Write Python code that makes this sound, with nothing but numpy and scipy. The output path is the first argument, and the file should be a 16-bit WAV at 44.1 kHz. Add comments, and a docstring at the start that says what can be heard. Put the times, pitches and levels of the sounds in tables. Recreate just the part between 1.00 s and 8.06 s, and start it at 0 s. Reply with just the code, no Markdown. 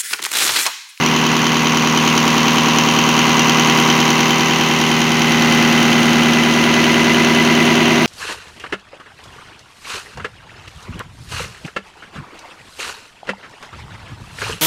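"""A diesel injection pump drones and clatters on a workshop test bench, turning about 590 times a minute.
Eight plungers (small pistons) each push once a turn and make the housing hum. Each stroke knocks, its
valve shuts with a clack, an injector needle ticks and sprays, and spilling fuel hisses. The strokes are
unequal, so the clatter limps once a turn. Steel pipes and the cover of the governor (the speed control)
ring along. We listen through a phone carried from the pump's face, round a corner, to the governor end."""
import sys
import numpy as np
from scipy import signal
from scipy.fft import rfft, irfft
from scipy.io import wavfile
from scipy.ndimage import uniform_filter1d

SR = 44100
rng = np.random.default_rng(int(sys.argv[2]) if len(sys.argv) > 2 else 0)


def unload_audio(sound):
    """Save the sound as a 16-bit wav file, at the path given as the first command line argument."""
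    columns = np.transpose(np.atleast_2d(sound))
    # keep every value between -1 and 1, then stretch to whole-number steps
    steps = np.round(np.clip(columns, -1, 1) * 32767)
    wavfile.write(sys.argv[1], SR, steps.astype(np.int16))


N = 311346
T = np.arange(N) / SR
SHAFT_HZ = 9.8627  # turns a second


# The tones in the hum: (multiple of the shaft speed, level at face [dB], level at governor end [dB])
HUM_TONES = [(8, -25, -25), (13, -23, -22), (16, -6, -9), (17, -17, -20), (20, -15, -17), (22, -16, -16),
             (24, -2, -1), (25, -15, -26), (26, -22, -15), (27, -15, -26), (28, -15, -22), (30, -14, -16),
             (31, -25, -20), (32, -19, -23), (33, -17, -11), (34, -10, -9), (35, -14, -16), (36, -19, -13),
             (40, -10, -9), (48, -14, -27), (56, -19, -20), (64, -22, -15), (72, -22, -18), (80, -17, -26),
             (96, -11, -26), (101, -13, -17), (104, -13, -26), (112, -11, -27), (117, -21, -16),
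             (119, -16, -23)]
# Overall level of the deep tones: (face [dB], corner [dB], governor end [dB])
DEEP_HUM_DB = (-18.2, -16.5, -16)
# Quiet and loud spots of a standing wave in the room: (place [0-1], half-width [0-1], level [dB])
ROOM_SPOTS = [(.13, .06, -2.5), (.6, 0.22, 2.8)]

def housing_hum(clock, place, near_db):
    """The strokes shake the housing at multiples of the shaft speed, which add up to a drone."""
    # Deep tones fill the room, so distance matters little; the higher ones carry like the knock.
    deep_db = level_at(place, DEEP_HUM_DB) + .35 * near_db
    corner_dip_db = 2.9 * np.sin(np.pi * place)  # sound from two walls partly cancels here
    high_db = level_at(place, KNOCK_LEVEL_DB) + near_db + 1.73 - corner_dip_db
    spots_db = sum(db * np.exp(-((place - centre) / width) ** 2) for centre, width, db in ROOM_SPOTS)
    hum = 0
    for multiple, face_db, end_db in HUM_TONES:
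        db = face_db + (end_db - face_db) * place + (deep_db if multiple < 26 else high_db)
        if multiple == 24:  # the strongest tone forms the standing wave
            db = db + spots_db
        # Each tone crosses the bench with its own delay, spreading the hum over the whole turn.
        lag = .096 * multiple ** 2 + .012 * wander(3.97)
        tone = np.sin(2 * np.pi * (multiple * SHAFT_HZ * clock - lag))
        hum = hum + gain(db + .5 * wander(2.98)) * tone
    return np.sqrt(2) * hum


# The eight strokes of a turn: (start [s], knock [dB], reseat knock [dB], clack [dB], tick [dB], spill [dB])
PLUNGER_STROKES = [(.0095, -1, -7, -2, -3, -4), (.0215, 0, -1, -4, -7, -4), (.0348, 1, -4, -4, -3, -2),
                   (.0475, 0, -5, -3, -6, -4), (.0602, -2, -4, 0, 1.4, 0), (.0725, -5, -6, -3, -6, -4),
                   (.0850, -1, -7, -2, -4, -3), (.0972, -2, -4, -4, -7, -4)]
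STARTS_S, KNOCKS_DB, RESEATS_DB, CLACKS_DB, TICKS_DB, SPILLS_DB = np.transpose(PLUNGER_STROKES)
# Tone colour of the cast metal body: (frequency [Hz], face [dB], corner [dB], governor end [dB])
BODY_COLOUR = [(49.4, -60, -74, -50), (101, -24.5, -28, -24.5), (209, -17, -20, -24.5),
               (352, -17, -20, -10), (432, -20.5, -28, -22.5), (520, -19.5, -23.5, -27.5),
               (646, -23.5, -26.5, -17.5), (793, -15.5, -17, -21), (885, -19, -24.5, -24.5),
               (982, -12, -28, -12.5), (1036, -16, -21.5, -24), (1140, -18.5, -24.5, -23.5),
               (1646, -22, -25.5, -25), (2610, -48.5, -53, -52)]
# Level of the knock: (face [dB], corner [dB], governor end [dB])
KNOCK_LEVEL_DB = (-20.5, -19, -18.5)

def plunger_knock(clock, place):
    """Each plunger knocks on the pump's body, and its valve reseats with a second knock half a stroke later,
    almost alike on every turn."""
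    hits = blows(clock, KNOCKS_DB, late_s=0, rise_s=.001, decay_s=.0035, scatter_db=.5)
    reseats = blows(clock, RESEATS_DB, late_s=.006, rise_s=.001, decay_s=.003, scatter_db=.5)
    force = pulsed(rattle(clock, alike=.95, renew_s=1.7), hits + reseats, echo_db=-4 + 9 * place)
    body = np.array(BODY_COLOUR)
    knock = 0
    for side in range(3):  # face, corner, governor end: the nearest is heard most
        share = np.maximum(1 - np.abs(2 * place - side), 0)
        knock = knock + share * colour(force, body[:, [0, side + 1]])
    return gain(level_at(place, KNOCK_LEVEL_DB)) * knock


# Tone colour of a closing valve: (frequency [Hz], level [dB])
CLACK_COLOUR = [(300, -19.5), (1000, -9), (1600, -6), (2000, -2.5), (2350, -1.5), (2750, 3), (3150, -3),
                (3450, -6.5), (4200, -7), (5000, -14.5), (8000, -48.5)]
# Level of the clack: (face [dB], corner [dB], governor end [dB])
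CLACK_LEVEL_DB = (-19.5, -19.5, -19)

def valve_clack(clock, place):
    """The valves that let the fuel out clack shut, one for each stroke."""
    power = blows(clock, CLACKS_DB, late_s=.0004, rise_s=.0018, decay_s=.006, scatter_db=.5)
    clack = pulsed(rattle(clock, alike=.6, renew_s=.903), power, echo_db=.5 + 1.7 * place)
    return gain(level_at(place, CLACK_LEVEL_DB)) * colour(clack, CLACK_COLOUR)


# Ringing notes of the steel pipes: (frequency [Hz], width [Hz], level [dB])
PIPE_NOTES = [(2770, 74, -10.5), (3053, 23, 8.5), (3124, 33, 0)]
# Level of the pipes: (face [dB], corner [dB], governor end [dB])
PIPE_LEVEL_DB = (-26.5, -26.5, -27.5)

def pipe_ping(clock, place):
    """Each shot of fuel jolts the steel pipes, which ping on after it."""
    power = blows(clock, TICKS_DB, late_s=0, rise_s=.001, decay_s=.003, scatter_db=.6)
    jolts = pulsed(rattle(clock, alike=.75, renew_s=.8), power, echo_db=-14)
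    return gain(level_at(place, PIPE_LEVEL_DB)) * ring(jolts, PIPE_NOTES)


# Ringing notes of the governor cover: (frequency [Hz], width [Hz], level [dB])
COVER_NOTES = [(1975, 35, -5), (2030, 25, 0), (2100, 50, -7)]
# Level of the cover: (face [dB], corner [dB], governor end [dB])
COVER_LEVEL_DB = (-29.5, -23.9, -22.5)

def cover_ring(clock, place):
    """The cover is shaken hardest once a turn; its main note sings at 205 times the shaft speed."""
    hardest_s, swell_db = .021, 3
    swell = gain(swell_db * np.cos(2 * np.pi * SHAFT_HZ * (clock - hardest_s)))
    tone = normalise(gain(1.5 * wander(30)) * np.sin(2 * np.pi * 205 * SHAFT_HZ * clock))
    shake = ring(rattle(clock, alike=.8, renew_s=.8), COVER_NOTES)
    tone_share = .15 + .35 * place  # the note is clearer close to the cover
    cover = np.sqrt(1 - tone_share) * shake + np.sqrt(tone_share) * tone
    return gain(level_at(place, COVER_LEVEL_DB)) * normalise(swell * cover)


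# Tone colours of the needle's tick and the fuel spray: (frequency [Hz], level [dB])
TICK_COLOUR = [(2000, -13), (3800, -8.5), (4400, -4.5), (5200, -3.5), (5900, 4), (6500, 2), (7100, -6.5),
               (7900, -26.5), (10000, -43)]
SPRAY_COLOUR = [(8000, -24), (10500, -7), (12000, -3), (13600, 5), (16000, -3)]
# Their levels: (face [dB], corner [dB], governor end [dB])
TICK_LEVEL_DB = (-25.3, -27, -29)
SPRAY_LEVEL_DB = (-40.4, -42, -46)

def injectors(clock, place):
    """Needles snap with a bright tick and a fine spray, both more blurred from the governor end."""
    power = blows(clock, TICKS_DB, late_s=.0003, rise_s=.0016, decay_s=.0042, scatter_db=.9)
    tick = pulsed(rattle(clock, alike=.31, renew_s=1.26), power, echo_db=-3.5 + 5.9 * place)
    spray = pulsed(rng.standard_normal(N), power, echo_db=-14 + 8 * place)
    return (gain(level_at(place, TICK_LEVEL_DB)) * colour(tick, TICK_COLOUR)
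            + gain(level_at(place, SPRAY_LEVEL_DB)) * colour(spray, SPRAY_COLOUR))


# Tone colour of the spilling fuel: (frequency [Hz], level [dB])
SPILL_COLOUR = [(5000, -6), (7300, -2), (8000, -8), (8700, 1), (9250, 2), (9650, 0), (10100, 3),
                (11300, -5), (12500, -16), (16000, -30)]
# Level of its hiss: (face [dB], corner [dB], governor end [dB])
SPILL_LEVEL_DB = (-41, -39.5, -39.5)

def fuel_spill(clock, place):
    """Spare fuel hisses out with each stroke, swelling a little more slowly than the knock."""
    power = blows(clock, SPILLS_DB, late_s=-.00072, rise_s=.0048, decay_s=.0044, scatter_db=2.5)
    hiss = pulsed(rng.standard_normal(N), power, echo_db=-9 + 2 * place)
    return gain(level_at(place, SPILL_LEVEL_DB)) * colour(hiss, SPILL_COLOUR)


def blows(clock, levels_db, late_s, rise_s, decay_s, scatter_db):
    """Power of one blow per plunger: it rises fast, dies away and differs a little every turn."""
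    step = 4  # samples
    power = 0
    for start_s, db in zip(STARTS_S, levels_db):
        turn, fraction = np.divmod((clock[::step] - start_s - late_s) * SHAFT_HZ + 2, 1)
        age_s = fraction / SHAFT_HZ
        force_per_turn = gain(db + scatter_db * rng.standard_normal(80))
        shape = np.minimum(age_s / rise_s, 1) * np.exp(-np.maximum(age_s - rise_s, 0) / decay_s)
        power = power + (force_per_turn[turn.astype(int)] * shape) ** 2
    return np.repeat(power, step)[:N]


def rattle(clock, alike, renew_s):
    """Noise of parts touching. The share `alike` repeats each turn, slowly changing; the rest is new."""
    turn_samples = round(SR / SHAFT_HZ)
    spot = (clock * SHAFT_HZ % 1 * turn_samples).astype(int) % turn_samples
    phases = 2 * np.pi * rng.random((40, turn_samples // 2 + 1))
    patterns = normalise(irfft(np.exp(1j * phases), turn_samples))
    stage = T / renew_s
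    current, blend = stage.astype(int), stage % 1 * np.pi / 2
    repeated = np.cos(blend) * patterns[current, spot] + np.sin(blend) * patterns[current + 1, spot]
    return np.sqrt(alike) * repeated + np.sqrt(1 - alike) * rng.standard_normal(N)


def pulsed(noise, power, echo_db):
    """Noise that pulses with the blows, over an even wash of echo from the workshop walls."""
    echo = gain(echo_db) ** 2
    return noise * np.sqrt((power / np.mean(power) + echo) / (1 + echo))


def ring(force, notes):
    """Metal rings at its own notes when shaken; the result has strength 1."""
    return normalise(sum(gain(db) * signal.lfilter(*signal.iirpeak(hz, hz / width, SR), force)
                         for hz, width, db in notes))


def colour(sound, points):
    """Filter a sound along (frequency [Hz], level [dB]) points; the result has strength 1."""
    hz, db = np.transpose(points)
    grid_hz = np.maximum(np.fft.rfftfreq(4096, 1 / SR), 1)
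    curve_db = np.interp(np.log(grid_hz), np.log(hz), db)
    # Fold the filter forward in time, so that nothing rings before its blow.
    folded = irfft(np.log(gain(curve_db)))
    half = len(folded) // 2
    folded[1:half] *= 2
    folded[half + 1:] = 0
    tap_response = irfft(np.exp(rfft(folded)))
    return normalise(signal.fftconvolve(sound, tap_response)[:N])


def wander(rate_hz):
    """A smooth random drift, roughly 1 either side of zero."""
    step = 16  # samples
    hold = int(SR / step / rate_hz)
    stairs = np.repeat(rng.standard_normal(N // (step * hold) + 2), hold)
    smooth = uniform_filter1d(uniform_filter1d(stairs, hold), hold)
    return np.repeat(1.3 * smooth, step)[:N]


def level_at(place, levels_db):
    """Blend the levels at the face, the corner and the governor end."""
    return np.interp(place, [0, .5, 1], levels_db)


def gain(db):
    """Turn decibels into a number to multiply by."""
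    return 10 ** (np.asarray(db) / 20)


def normalise(sound):
    """Scale to an average strength (rms) of 1."""
    return sound / np.sqrt(np.mean(sound ** 2))


# Where the phone is: (time [s], place [0 = face, 0.5 = corner, 1 = governor end])
PHONE_PLACE = [(0, 0.0041), (2.9, 0), (3.9, 0.19), (4.4, 0.46), (5.2, 0.63), (5.7, 0.91), (7.06, 1)]
# How far it is from the pump: (time [s], distance [times the usual one])
PHONE_DISTANCE = [(0, 1.14), (.8, 1.13), (1.15, .99), (2.1, .97), (2.8, .86), (3.6, 1.07), (4.1, 1.13),
                  (4.55, .94), (5.45, 1.04), (5.8, .96), (7.06, 1.03)]

def scene():
    """One shaft times everything; the phone's place and distance set the balance."""
    place = np.interp(T, *np.transpose(PHONE_PLACE))
    distance = np.interp(T, *np.transpose(PHONE_DISTANCE))
    clock = T + .00002 * wander(5) + .00006 * wander(.8)  # seconds; the shaft's speed wavers slightly
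    hum = housing_hum(clock, place, near_db=-20 * np.log10(distance))
    clatter = plunger_knock(clock, place) + valve_clack(clock, place)
    ringing = pipe_ping(clock, place) + cover_ring(clock, place)
    fuel = injectors(clock, place) + fuel_spill(clock, place)
    mix = hum + (clatter + ringing + fuel) / distance
    return mix[None]


def record(dry):
    """The phone thins the deep bass, rounds the tallest peaks and cuts the highest treble."""
    bass_hz, top_hz = 62, 15800
    thin = signal.sosfilt(signal.butter(4, bass_hz, "high", fs=SR, output="sos"), dry)
    rounded = thin / (1 + np.abs(thin) ** 12) ** (1 / 12)
    return signal.sosfilt(signal.ellip(10, .1, 80, top_hz, fs=SR, output="sos"), rounded)


dry = scene()
out = record(dry)
unload_audio(out)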